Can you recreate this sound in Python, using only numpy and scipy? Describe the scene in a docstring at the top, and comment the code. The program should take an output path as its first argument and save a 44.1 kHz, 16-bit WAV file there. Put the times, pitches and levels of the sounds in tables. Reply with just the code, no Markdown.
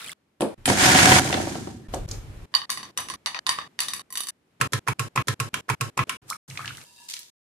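"""A briskly cut kitchen sequence: water (chirping bubbles, hissing splash) runs into a steel jar, its lid goes on,
a grinder (tones and grainy noise) whirls and runs down, the lid comes off with wet smacks. Whole spices strike
the modes of a china plate, meat slaps and thuds into a wide metal pot on a wooden table, paste is poured over it
as wet bursts and crackle, and the spices slide off the plate by friction. Each passage is cut off while it
still rings, over a wash of noise; some landings of meat are heard again, once or twice."""
import sys
import numpy as np
from scipy import signal
from scipy.io import wavfile

SR = 44100
rng = np.random.default_rng(int(sys.argv[2]) if len(sys.argv) > 2 else 0)


def dump_mix(stems):
    """Bounce the given channels to the path in sys.argv[1] as a 16-bit WAV at rate SR."""
    frames = np.atleast_2d(stems).T  # one column per channel
    limited = np.clip(frames, -1, 1)  # hard clip at full scale
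    pcm = np.round(limited * 32767).astype(np.int16)
    wavfile.write(sys.argv[1], SR, pcm)


N = 332073

# The passages of the sequence. Each row: opening in seconds, closing in seconds,
# level in dB of the wash of noise under the passage.
PASSAGES = [(0.0, 0.136, -55), (0.399, 0.547, -50.5), (0.576, 1.205, -56), (1.191, 1.877, -55.5),
            (1.882, 2.065, -48), (2.076, 2.459, -49.5), (2.516, 2.659, -56.5), (2.693, 2.914, -52.5),
            (2.965, 3.162, -49.5), (3.249, 3.396, -58.5), (3.458, 3.68, -53.5), (3.781, 4.021, -54),
            (4.101, 4.309, -61), (4.6, 4.677, -35.5), (4.721, 4.795, -38.5), (4.866, 4.936, -38),
            (4.986, 5.087, -43), (5.154, 5.226, -33.5), (5.531, 5.611, -41), (6.068, 6.171, -47.5),
            (6.217, 6.37, -57), (6.478, 6.85, -56), (6.843, 7.303, -67.5)]
# Modes of the steel jar. Each row: frequency in Hz, relative level in dB, decay time t60 in seconds.
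JAR_MODES = [(132.8, -6, 0.18), (564, -3.5, 0.057), (279, 0, 0.097), (335, 7, 0.023), (747, 6, 0.06),
             (920, -0.5, 0.034), (1350, -6.5, 0.05)]
# Low modes of pot and table top. Each row: frequency in Hz, relative level in dB, decay time t60 in seconds.
THUD_MODES = [(109.4, -5, 0.39), (135.2, 1.5, 0.16), (260, -14.5, 0.15)]


def from_db(db):
    """Amplitude ratio by the definition of the decibel."""
    return 10 ** (np.asarray(db) / 20)


def rms_one(x):
    """Normalization to unit root-mean-square amplitude."""
    return x / np.sqrt(np.mean(x ** 2) + 1e-20)


def span(*tables):
    """Envelopes linear in dB: the sample range of some curve tables and their summed gains over it."""
    first, last = round(tables[0][0][0] * SR), round(tables[-1][-1][0] * SR)
    t = np.arange(first, last) / SR
    gains = 0
    for rows in tables:
        s, *columns = np.transpose(rows)
        # outside its own times a table is silent
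        gains = gains + from_db([np.interp(t, s, c, left=-200, right=-200) for c in columns])
    return slice(first, last), gains


def at_hz(points, hz):
    """Interpolation along a logarithmic frequency axis."""
    points = np.array(points)
    return np.interp(np.log(hz), np.log(points[:, 0]), points[:, 1])


def band(x, low_hz, high_hz):
    """Band-pass filtering with Butterworth skirts."""
    sos = signal.butter(2, [low_hz, min(high_hz, .46 * SR)], "band", fs=SR, output="sos")
    return signal.sosfilt(sos, x)


def grains(count, per_s, spread_db):
    """Shot noise: random impulses of uneven size and sign, normalized to rms 1."""
    sizes = from_db(spread_db * np.minimum(rng.exponential(1, count), 4)) * rng.choice([-1, 1], count)
    return rms_one(sizes * (rng.random(count) < per_s / SR))


def coloured(count, spectrum, low_hz, high_hz, grain=0., per_s=540.0):
    """Band-by-band stereo noise of rms 1; shared clicks, a share grain of its power, line the bands up."""
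    # Correlation of the two ears. Each row: frequency in Hz, left-right likeness from 0 to 1.
    likeness = [(60, 1), (240, 0.85), (950, 0.11), (3770, 0.05)]
    edges_hz = 22 * 2 ** np.arange(0, 9.9, .4)
    white = rng.standard_normal((2, 2, count))
    clicks = grains(count, per_s, 3.0)
    share = np.clip(grain, 0, 1)
    out = 0
    for k, (low, high) in enumerate(zip(edges_hz, edges_hz[1:])):
        hz = np.sqrt(low * high)
        if low_hz < hz < high_hz:
            click_pair = clicks * [[1], [1 - 2 * (k % 2)]]
            mid, side = band(np.sqrt(1 - share) * white[k % 2] + np.sqrt(share) * click_pair, low, high)
            alike = np.clip(at_hz(likeness, hz), 0, 1)
            stereo = np.sqrt(1 + alike) * mid + np.sqrt(1 - alike) * side * [[1], [-1]]
            out = out + from_db(at_hz(spectrum, hz)) * stereo
    return rms_one(out)


def by_passage(x, work):
    """Truncated response: every passage is worked on alone, so nothing rings on across a cut."""
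    out = np.zeros((2, N))
    for opens, closes, *_ in PASSAGES:
        part = slice(round(opens * SR), round(closes * SR))
        if np.any(x[..., part]):
            out[:, part] = work(x[..., part])
    return out


def ring(clicks, hz, t60):
    """Impulse response of a damped resonator; the angle of a complex click sets the phase."""
    pole = from_db(-60 / (t60 * SR)) * np.exp(2j * np.pi * hz / SR)
    return signal.lfilter([1], [1, -pole], clicks).imag


def resound(drive, modes):
    """Modal superposition under a dense drive."""
    return by_passage(drive, lambda part: sum(from_db(db) * ring(part, hz, t60) for hz, db, t60 in modes))


def struck(modes, s, db, pan_db, scatter_db, wide_hz):
    """Modal excitation by blows (db: blows x modes); higher modes reach the ears ever less in phase."""
    out, luck = np.zeros((2, N)), rng.standard_normal((len(s), len(modes), 2))
    for opens, closes, *_ in PASSAGES:
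        here, first = (s >= opens) & (s < closes), round(opens * SR)
        for k, (hz, level_db, t60) in enumerate(modes if here.any() else []):
            clicks = np.zeros((2, round(closes * SR) - first), complex)
            phase = np.outer([1, -1], luck[here, k, 1]) * min(hz / wide_hz, 1.2)
            turn = (-1) ** k * np.exp(1j * phase)
            pan = np.outer([.5, -.5], pan_db[here])
            size = from_db(db[here, k] + level_db + scatter_db * luck[here, k, 0] + pan)
            clicks[:, (s[here] * SR).astype(int) - first] = size * turn
            out[:, first:first + clicks.shape[1]] += ring(clicks, hz, t60)
    return out


def cracks(s, db, hz, pan_db, t60, octaves, alike=.15):
    """Decaying noise bursts around a centre: a contact, or a clatter of modes too dense to tell apart."""
    rise_s = 0.000079   # time constant of the onset
    out = np.zeros((2, N))
    ends = [closes for opens, closes, *_ in PASSAGES]
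    for start, level_db, centre, pan in zip(s, db, hz, pan_db):
        left_s = ends[np.searchsorted(ends, start)] - start   # until the cut
        t = np.arange(round(min(t60, left_s) * SR)) / SR
        envelope = from_db(-60 * t / t60) * (1 - np.exp(-t / rise_s))
        mid, side = rng.standard_normal((2, round(t60 * SR)))[:, :len(t)] * envelope
        low, high = centre / 2 ** octaves, centre * 2 ** octaves
        burst = band(mid + (1 - alike) * side * [[1], [-1]], low, high)
        burst = band(burst, low / 2, high * 2.3)   # steeper skirts
        size = np.sqrt(t60 * SR / np.sum(burst ** 2)) / 8   # peak near 1
        at = round(start * SR)
        out[:, at:at + len(t)] += size * burst * from_db(level_db + np.array([[.5], [-.5]]) * pan)
    return out


def blobs(s, db, hz, cycles, climb):
    """Bubble resonance: air pockets closing in liquid give short rings whose pitch climbs."""
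    out, t = np.zeros((2, N)), np.arange(900) / SR
    for start, level_db, pitch, pan in zip(s, db, hz, rng.uniform(-4, 3.5, len(s))):
        age = t * pitch / cycles
        chirp = np.sin(2 * np.pi * pitch * t * (1 + climb * t)) * age * np.exp(1 - age)
        at = round(start * SR)
        out[:, at:at + 900] += chirp * from_db([[level_db + pan], [level_db - pan]])
    return out


def water():
    """Bubble resonance: dense small air pockets ring on a fine noise of splashing."""
    # Level curve of the trickle. Each row: time in seconds, level in dB.
    trickle = [(0.0, -35.5), (0.134, -37.5)]
    # The clearest bubbles. Each row: start in seconds, level over the trickle in dB, pitch in Hz.
    clear_bubbles = [(.017, -5.5, 1280), (.044, 1, 3600), (.062, 1, 2350), (.076, 0, 3040), (.084, 3, 3160),
                     (.094, 4, 2000), (.117, 4, 3360)]
    part, (gain,) = span(trickle)
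    when, pitch, size = rng.random((130, 3)).T
    small = blobs(when * part.stop / SR, 16 * size + 5 * pitch, 1050 * 5.5 ** pitch, cycles=2.3, climb=3.2)
    s, db, hz = np.transpose(clear_bubbles)
    drops = blobs(s, db, hz, cycles=4.0, climb=6.2)
    drops += cracks(s, db + 10, 8800 + 0 * s, 0 * s, t60=0.014, octaves=0.21)   # each drop spits
    bubbles = 0.29 * rms_one(small[:, part]) + drops[:, part]
    splash_colour = [(500, -12.5), (3000, -3.5), (6200, -12), (9000, -9.5), (15000, -18)]   # (Hz, dB per Hz)
    splash = coloured(part.stop, splash_colour, 500, 16000, grain=0.38)
    return np.pad(gain * (bubbles + 0.46 * splash), [(0, 0), (0, N - part.stop)])


def jar():
    """Modal excitation: knocks and lumps ring wall and base; hands rumble the table, the wet lid rustles."""
    # Lid pressed on, switch thrown, lid pulled off. Each row: start in seconds, then relative levels in dB
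    # of ring, thump, crack and bright rasp.
    knocks = [(0.407, -26, -20.5, -18.5, -21), (0.419, -53.5, -8.5, -15.5, -37),
              (0.428, -37.5, -11.5, -34, -44), (0.656, -48.5, -40.5, -4.5, -10.5),
              (0.677, -25, -9.5, -11, -21), (0.699, -22.5, -7.5, -24.5, -21),
              (1.938, -29.5, -18, -21.5, -38)]
    # Lumps caught by the blade, the last ones as it slows. Each row: start in seconds, relative ring level
    # in dB, hardness as crack over ring in dB.
    flung = [(0.8111, -27.5, 19), (.826, -28, 18.5), (0.8476, -30.5, 19.5), (.949, -23.5, 19),
             (0.9875, -24, 24), (1.251, -26, 2.5), (1.301, -27.5, -6.5), (1.327, -28.5, 21),
             (1.342, -22.5, 13.5), (1.375, -27.5, -8), (1.4, -27, -13), (1.471, -28.5, -7), (1.512, -41, 2),
             (1.554, -31, 7), (1.673, -36.5, 2)]
    # Wet lid peeling free. Each row: start in seconds, relative peak in dB, centre frequency in Hz.
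    smacks = [(1.943, -20.5, 6900), (2.088, -27, 5660), (2.1124, -17, 5650)]
    # Hands on the jar, one table per touch. Each row: time in seconds, rumble through the table in dB,
    # wet lid rustle in dB.
    hands = [
        [(0.571, -35, -95), (0.643, -55, -75), (0.66, -59, -37)],
        [(1.884, -39, -97), (1.936, -37, -40.5), (2.071, -29.5, -81)],
        [(2.072, -35, -48), (2.128, -36, -42.5), (2.457, -43, -106)],
    ]
    # Spectrum of the rustle. Each row: frequency in Hz, relative density in dB per Hz.
    rustle_colour = [(300, 0), (654, -9.5), (2680, -18), (14500, -23)]
    lump_thump_db = 2.5   # over the ring
    lumps = [(s, db, db + lump_thump_db, db + hard_db) for s, db, hard_db in flung]
    s, db, thump_db, crack_db = np.transpose([row[:4] for row in knocks] + lumps)
    out = struck(JAR_MODES, s, db[:, None] + np.zeros(len(JAR_MODES)), 0 * s, scatter_db=3.0, wide_hz=1500)
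    out += cracks(s, thump_db, 350 + 0 * s, 0 * s, t60=0.18, octaves=0.8, alike=0.94)   # base
    out += cracks(s, crack_db, 2200 + 0 * s, 0 * s, t60=.03, octaves=0.9)
    # dull knock of the wall
    out += cracks(s, db + 6, 750 + 0 * s, 0 * s, t60=0.052, octaves=0.52, alike=0.6)
    s, *_, rasp_db = np.transpose(knocks)
    out += cracks(s, rasp_db, 9000 + 0 * s, 0 * s, t60=0.12, octaves=0.23)
    s, db, hz = np.transpose(smacks)
    out += cracks(s, db, hz, 0 * s, t60=0.038, octaves=0.37)
    part, (rumble, rustle) = span(*hands)
    count = part.stop - part.start
    rumble_colour = [(20, 3.5), (42, 0.5), (110, -2.5), (250, -30.5)]   # (Hz, dB per Hz)
    out[:, part] += rumble * coloured(count, rumble_colour, 20, 300)
    out[:, part] += rustle * coloured(count, rustle_colour, 300, 16000, grain=0.085)
    return out


def grinder():
    """Forced vibration: motor shake, churning paste and blade hiss; flung grains drive the jar's modes."""
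    # Vigour of the paste, starting up, then running down. Each row: time in seconds,
    # level in dB with 0 at full speed.
    whirl = [
        [(.658, -29.5), (.676, -17.5), (.69, -6.5), (.76, -13), (.82, -1), (1.197, 0)],
        [(1.196, -13.5), (1.3, -17), (1.55, -27), (1.72, -39.5), (1.881, -63.5)],
    ]
    # The shaft's tone climbs as the load thins. Each row: time in seconds, frequency in Hz,
    # level relative to the shaking in dB.
    shaft = [(.9, 159.7, -15), (1.02, 178.8, -5), (1.197, 196.6, -6)]
    # Spectrum of shake, churn and hiss. Each row: frequency in Hz, relative density in dB per Hz.
    grind_colour = [(40, -26.5), (88, -4.5), (281, -9.5), (618, -15), (734, -4.5), (1200, -11),
                    (1460, -3.5), (3920, -15), (7640, -12.5), (14500, -35)]
    # A faint squeak as the blade slows. Each row: time in seconds, relative level in dB.
    squeaks = [
        [(1.83, -63), (1.876, -59)],
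    ]
    shake_db, churn_db, hiss_db = -24.5, -15.5, -18   # at full speed
    shake_follows, churn_follows, hiss_follows = 0.36, 1, 0.87   # share of the vigour's swing in dB
    hum_hz, hum_db = 100.7, -3.5   # mains tone, level relative to the shaking
    chop_db, chop_hz = 1.5, 70   # uneven chopping: rms swing, top rate

    part, (vigour,) = span(*whirl)
    shake = from_db(shake_db) * vigour ** shake_follows
    churn = from_db(churn_db) * vigour ** churn_follows
    hiss = from_db(hiss_db) * vigour ** hiss_follows
    count, out = part.stop - part.start, np.zeros((2, N))
    flung_grains = np.zeros((2, N), complex)
    flung_grains[:, part] = grains(count, 210.0, 2.3) * churn

    t = np.arange(part.start, part.stop) / SR
    s, hz, db = np.transpose(shaft)
    turn = 2 * np.pi * np.cumsum(np.interp(t, s, hz)) / SR
    hum = from_db(hum_db) * np.sin(2 * np.pi * hum_hz * t)
    hum += from_db(np.interp(t, s, db)) * (np.sin(turn) + .5 * np.sin(2 * turn))
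    hum *= t < whirl[0][-1][0]   # the tones stop where the run-down begins

    chop = from_db(chop_db * rms_one(band(rng.standard_normal((2, count)), chop_hz / 10, chop_hz)))
    churn, hiss = churn * chop[0], hiss * np.sqrt(chop[0] * chop[1])
    out[:, part] = shake * hum
    out[:, part] += shake * coloured(count, grind_colour, 40, 400, grain=0.3, per_s=86.0)
    out[:, part] += churn * coloured(count, grind_colour, 400, 3000, grain=0.4, per_s=200.0)
    out[:, part] += hiss * coloured(count, grind_colour, 3000, 16000, grain=0.045, per_s=180.0)

    part, (squeak,) = span(*squeaks)
    out[:, part] += ring(squeak * rng.standard_normal(len(squeak)) / 10, hz=1766, t60=0.12)
    return out + from_db(-34.5) * resound(flung_grains, JAR_MODES)


def plate():
    """Modal and friction excitation: light seeds wake high modes, heavy bark low ones; sliding rubs."""
    # Modes of the lying plate. 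Each row: frequency in Hz, relative level in dB, decay time t60 in seconds.
    plate_modes = [(1046, -4.5, 0.078), (1146, 0.5, 0.034), (1812, -4, 0.029), (1940, -4.5, 0.044),
                   (2963, -6, 0.058), (3725, -2.5, 0.049), (4496, -7.5, 0.082), (4612, -3.5, 0.07),
                   (4890, -11.5, 0.075), (5963, -4.5, 0.11), (7020, -16, 0.036), (7340, -14.5, 0.12),
                   (7910, -9.5, 0.093), (9370, 2, 0.059), (10170, -9, 0.083), (11210, -6.5, 0.065),
                   (12050, -10, .05), (13800, -14.5, 0.06)]
    # Modes of the plate in the hand. Each row: frequency in Hz, relative level in dB, t60 in seconds.
    held_modes = [(960, -11.5, 0.12), (1705, -13, 0.064), (2730, -10.5, 0.1), (3790, -10.5, 0.091),
                  (4870, -8.5, 0.061)]
    # Spices dropped, by name. Each row: relative levels in dB of the ring, the low ring, the ring near 6 kHz
    # and near 4.6 kHz, then landing and bounces, each with start in seconds, relative peak and treble in dB.
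    spices = { "star anise": (-11, -1.2, -11, 5.9, [(2.54, -18.5, -17.5), (2.55, -10, -12),
              (2.561, -34.5, -15), (2.617, -30, -27)]),
              "green cardamom": (-21, 0.9, 0.1, 0, [(2.694, -18, -8), (2.702, -10.5, 3.5),
              (2.774, -18.5, -6.5), (2.83, -23.5, -4.5)]), "mace": (-22, 0.99, 2.6, -6, [(2.975, -13, 5),
              (2.986, -15.5, -28), (3.086, -21, 1), (3.1, -18, -1), (3.138, -24.5, 1)]),
              "black cardamom": (-20.5, 0, 6, 1.9, [(3.26, -9, -8.5), (3.27, -16, -18),
              (3.346, -14.5, -25.5), (3.39, -15.5, -19)]),
              "cinnamon bark": (-19.5, 4.9, -16, 0, [(3.466, -9, -6.5), (3.492, -5.5, -4),
              (3.511, -18, -0.5), (3.587, -18.5, -25)]),
              "cloves": (-20.5, -4.5, -1.4, 0, [(3.79, -11, -13.5), (3.804, -7, -2), (3.884, -16, 0),
              (3.935, -15, 3.5), (3.995, -25.5, -6)]), "peppercorns": (-17, -10.5, -2, 0, [(4.104, -36, 8),
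              (4.125, -28.5, 8.5), (4.155, -17.5, -5), (4.173, -14.5, 4.5), (4.205, -17.5, 3.5),
              (4.27, -23, 4), (4.286, -18.5, 2)]), }
    # Spices scraping along the plate. Each row: time in seconds, relative level in dB.
    slide = [(6.85, -42.5), (6.92, -47), (7.03, -39.5), (7.08, -45), (7.3, -60)]
    # softer touches give more of their sound to the low modes
    soft_low_db_per_db, firm_db = 0.5658, -11.5
    touches = []
    for ring_db, low_db, six_db, four_db, landings in spices.values():
        for s, db, high_db in landings:
            soft_low_db = low_db + soft_low_db_per_db * (firm_db - db)
            touches.append((s, db, ring_db, soft_low_db, six_db, four_db, high_db))
    s, db, *levels = np.transpose(touches)

    later, weaker = rng.random((len(s), 2, 2)).transpose(2, 1, 0)   # two small skips follow every landing
    s = np.concatenate([s, (s + .004 + .03 * later).ravel()])
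    db = np.concatenate([db, (db - 8.5 - 9 * weaker).ravel()])
    ring_db, low_db, six_db, four_db, high_db = np.tile(levels, 3)
    pan = rng.normal(-1.2, 2.5, len(s))   # they land all over the plate

    # modes come in close clusters
    twins = plate_modes + [(split * hz, level_db - 3, 0.6 * t60)
                           for hz, level_db, t60 in plate_modes for split in (.987, 1.016)]
    hz = np.array(twins)[:, 0]
    tilt = np.outer(low_db, hz < 2300)
    tilt += np.outer(six_db, np.abs(hz - 6000) < 500)
    tilt += np.outer(four_db, np.abs(hz - 4600) < 200)
    tilt += np.outer(high_db, np.clip(np.log2(hz / 4600), 0, 1))   # treble of each touch
    # every spot has its own mix of modes
    out = struck(twins, s, (db + ring_db)[:, None] + tilt, pan, scatter_db=4.5, wide_hz=1500)
    centre = 3500 * from_db(0.22 * (high_db - low_db)).clip(.5, 2)
    out += cracks(s, db + 3.5, centre, pan, t60=0.0091, octaves=1.03)
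    # rocking seeds damp the modes into broad bands
    clatter = cracks(s, db - 32.5, centre, pan, t60=0.13, octaves=1.35)
    out += resound(clatter, [(hz, level_db, 0.22 * t60) for hz, level_db, t60 in plate_modes])

    part, (gain,) = span(slide)
    phases = np.exp(2j * np.pi * rng.random((2, len(gain))))
    rub = gain * phases * grains(len(gain), 2200.0, 1.2)
    shifts = rng.normal(-2, 5., (len(held_modes), 20))   # the rubbing wanders, so each mode comes and goes
    for (hz, level_db, t60), shift_db in zip(held_modes, shifts):
        steps = np.linspace(0, len(shift_db), len(gain))
        wander_db = np.interp(steps, range(len(shift_db)), shift_db)
        out[:, part] += ring(rub * from_db(level_db - 29.5 + wander_db), hz, t60)
    out[:, part] += .6 * band(rub.real, 3400, 10600)
    return out


def pot():
    """Inelastic impact: a wet slap of two air pockets, damped metal ringing and a slowly swelling thud."""
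    # Modes of the pot's metal. Each row: frequency in Hz, relative level in dB, decay time t60 in seconds.
    pot_modes = [(943, -11, 0.054), (1019, -3.5, 0.092), (1087, -3, 0.11), (1333, -1, 0.055),
                 (1780, -12.5, 0.07)]
    # Meat landing. Each row: start in seconds, relative slap level in dB, relative thud level in dB,
    # slap frequency in Hz, second slap frequency in Hz, sizzle relative to the slap in dB.
    meat = [(4.612, -3.5, -5.5, 1480, 2620, -5.5), (4.718, -24, -44, 1500, 4400, 8),
            (4.733, -7.5, -4.5, 1630, 3640, -3), (4.875, -8, -36, 1210, 1660, -14.5),
            (4.883, -5.5, -5.5, 1040, 2480, -8.5), (4.994, -8.5, -8.5, 1280, 2550, -3.5),
            (5.159, -11, -30, 1040, 2450, -5), (5.175, -3.5, -5, 1190, 2340, -22),
            (5.541, -9.5, -42, 2630, 1500, -4.5), (6.094, -9, -61, 2668, 1430, -5)]
    weight_rings = 0.12   # light scraps that hardly thud ring the pot less (dB per dB)
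    s, db, thud_db, hz, second_hz, sizzle_db = np.transpose(meat)
    pan = -1.5 + 0 * s
    ring_db = (db - 16 + weight_rings * (thud_db - db))[:, None] + np.zeros(len(pot_modes))
    out = struck(pot_modes, s, ring_db, pan, scatter_db=3., wide_hz=1500)
    out += cracks(s, db + 2.0, hz, pan, t60=0.014, octaves=0.23, alike=0.51)
    out += cracks(s, db - 2.0, second_hz, pan, t60=0.012, octaves=0.14, alike=0.32)
    out += cracks(s, db - 9.0, np.sqrt(hz * second_hz), pan, t60=0.096, octaves=0.7)   # clatter of the wide wall
    # wobbling flesh
    out += cracks(s, thud_db - 18.5, 430 + 0 * s, pan, t60=0.09, octaves=0.2, alike=0.82)
    out += cracks(s, db + sizzle_db, 7000 + 0 * s, pan, t60=0.044, octaves=0.71)
    low_db = thud_db[:, None] + np.zeros(len(THUD_MODES))
    thud = struck(THUD_MODES, s, low_db, pan, scatter_db=1.0, wide_hz=1500)
    soft = np.exp(-2 * np.pi * 60 / SR)   # flesh spreads the push over some ms
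    return out + signal.lfilter([(1 - soft) ** 2], [1, -2 * soft, soft ** 2], thud)


def pouring():
    """Bubble resonance and random impact: paste weighs on the pot and crackles; blobs and seeds land."""
    # Wet splats of liver and paste, then spices pattering down. Each row: start in seconds,
    # relative peak in dB, centre frequency in Hz.
    splats = [(6.3008, -13.5, 6570), (6.5, -26, 3800), (6.555, -37, 1820), (6.574, -18.5, 2230),
              (6.591, -32, 1080), (6.6036, -30.5, 1120), (6.615, -31, 2300), (6.6453, -27.5, 1450),
              (6.657, -23, 2580), (6.6775, -18.5, 2660), (6.693, -38, 2030), (6.75, -37, 2860),
              (6.7709, -28.5, 5000), (6.814, -33, 3160), (7.099, -22, 5640), (7.1387, -17.5, 4570),
              (7.1661, -23, 3580), (7.1912, -22, 8930)]
    # Pouring, one table per pour. Each row: time in seconds, relative weight on the pot in dB,
    # wet crackle in dB.
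    pours = [
        [(6.218, -61, -87), (6.272, -67, -64), (6.298, -70, -37), (6.326, -66, -55), (6.37, -66, -65)],
        [(6.477, -48, -48), (6.6, -51.5, -46.5), (6.69, -48, -47), (6.85, -69, -52)],
    ]
    # Spectrum of the crackle. Each row: frequency in Hz, relative density in dB per Hz.
    pour_colour = [(650, -11), (1030, -0.5), (2700, -10.5), (10000, -2.5), (16000, -19)]
    # Spectrum of the patter. Each row: frequency in Hz, relative density in dB per Hz.
    patter_colour = [(773, -17), (4600, 2), (9360, -2), (16000, -8)]
    patter_s, patter_db, patter_fall_db_per_s = 7.085, -35.5, 106   # seeds rain on the meat and fade
    s, db, hz = np.transpose(splats)
    out = cracks(s, db + 2, hz, 0 * s, t60=.012, octaves=1.1)
    out += cracks(s, db - 4, hz, 0 * s, t60=0.05, octaves=0.91)   # each splat spreads and spits
    blob_db = db - 3 - 6. * np.log2(hz / 1500).clip(0, 4)
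    out += blobs(s, blob_db, hz, cycles=2.2, climb=25.)

    wet = s < pours[1][-1][0]
    later, weaker, shift = rng.random((len(s), 3, 3))[wet].T   # three gurgles trail every wet splat
    gurgle_s, gurgle_db = s[wet] + later / 25, db[wet] - 10 - 10 * weaker
    out += blobs(gurgle_s.ravel(), gurgle_db.ravel(), (1000 * 3 ** shift).ravel(), cycles=2.2, climb=25.)

    part, (weight, crackle) = span(*pours)
    push = np.zeros((2, N), complex)
    push[:, part] = weight * rng.standard_normal(len(weight))
    out += from_db(-22.5) * resound(push, THUD_MODES)
    out[:, part] += crackle * coloured(len(weight), pour_colour, 300, 18000, grain=0.36, per_s=270.0)

    end_s = PASSAGES[-1][1]
    end_db = patter_db - patter_fall_db_per_s * (end_s - patter_s)
    part, (patter,) = span([(patter_s, patter_db), (end_s, end_db)])
    out[:, part] += patter * coloured(len(patter), patter_colour, 500, 18000, grain=0.7, per_s=250.0)
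    return out


def room(x):
    """Diffuse reverberation: convolution with dying noise, other in each ear, the treble gone sooner."""
    low_t60_s, treble_t60_s = 0.31, 0.28
    t = np.arange(SR // 2) / SR
    low, high = rng.standard_normal((2, 2, len(t)))
    tail = band(low, 100, 3700) * from_db(-60 * t / low_t60_s)
    tail += band(high, 2000, 18000) * from_db(-60 * t / treble_t60_s)
    tail *= np.clip(t / 0.009 - .5, 0, 1)   # the first walls answer after a few ms
    tail = tail / np.sqrt(np.sum(tail ** 2, axis=1, keepdims=True))
    return by_passage(x, lambda part: signal.fftconvolve(part[None], tail, axes=1)[:, :len(part)])


def scene():
    """Superposition: sources faded at each cut over a stepping wash of noise; some landings come again."""
    # Spectrum of the wash of noise. Each row: frequency in Hz, relative density in dB per Hz.
    wash_colour = [(25, -8), (249, -4.5), (695, -14), (2250, -19.5), (5280, -28), (11000, -31.5),
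                   (16000, -55.5)]
    # Wash of noise between passages. Each row: time in seconds, level in dB.
    gap_wash = [(0.3, -70.5), (2.0, -65.5), (3.7, -62), (4.4, -69), (4.7, -64)]
    # Landings of meat heard again, once or twice. Each row: start in seconds, end in seconds,
    # delay in seconds.
    repeats = [(4.71, 4.80, 0.5497), (4.98, 5.09, 0.406), (4.86, 5.23, .8157)]
    fade_s, gaps_muted_s, room_db = 0.0042, 6.17, -8   # the gaps are silent from gaps_muted_s on
    # plate, pot and paste sound without deep bass; pot and paste also with a softened top
    kitchen = jar() + band(plate(), 92.7, 25600) + band(pot() + pouring(), 92, 12200)
    close = kitchen + from_db(room_db) * room(kitchen[0]) + water()
    close += band(grinder(), 77, 19000) * from_db([[-.5], [.5]])
    opens, closes, inside_db = np.transpose(PASSAGES)
    t = np.arange(N) / SR
    index = np.searchsorted(opens, t, side="right") - 1
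    # the first passage starts without a fade
    edge_s = np.minimum(closes[index] - t, t - opens[index] + (index == 0))
    fader = np.clip(edge_s / fade_s, 0, 1)
    wash = band(coloured(N, wash_colour, 40, 18000), 61, 19000)
    # the third row carries the fader, so that repeats bring their own fades
    passages = np.vstack([(close + from_db(inside_db[index]) * wash) * fader, fader])
    for start, end, later in repeats:
        part = np.arange(round(start * SR), round(end * SR))
        passages[:, part + round(later * SR)] = passages[:, part]
    gaps = from_db(np.interp(t, *np.transpose(gap_wash))) * (t < gaps_muted_s)
    return passages[:2] + gaps * (1 - passages[2]) * wash


def record(dry):
    """Saturation and low-pass filtering: peaks are rounded, the top is cut, lower from lid on to lid off."""
    cutoff_hz, grinder_cutoff_hz = 16500, 14600
    rounded = .93 * np.tanh(dry / .93)
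    out = signal.sosfilt(signal.cheby2(12, 60, cutoff_hz, fs=SR, output="sos"), rounded)
    jar_part = slice(round(PASSAGES[1][0] * SR), round(PASSAGES[5][1] * SR))
    low_pass = signal.cheby2(14, 50, grinder_cutoff_hz, fs=SR, output="sos")
    out[:, jar_part] = signal.sosfilt(low_pass, out[:, jar_part])
    return out


dry = scene()
out = record(dry)
dump_mix(out)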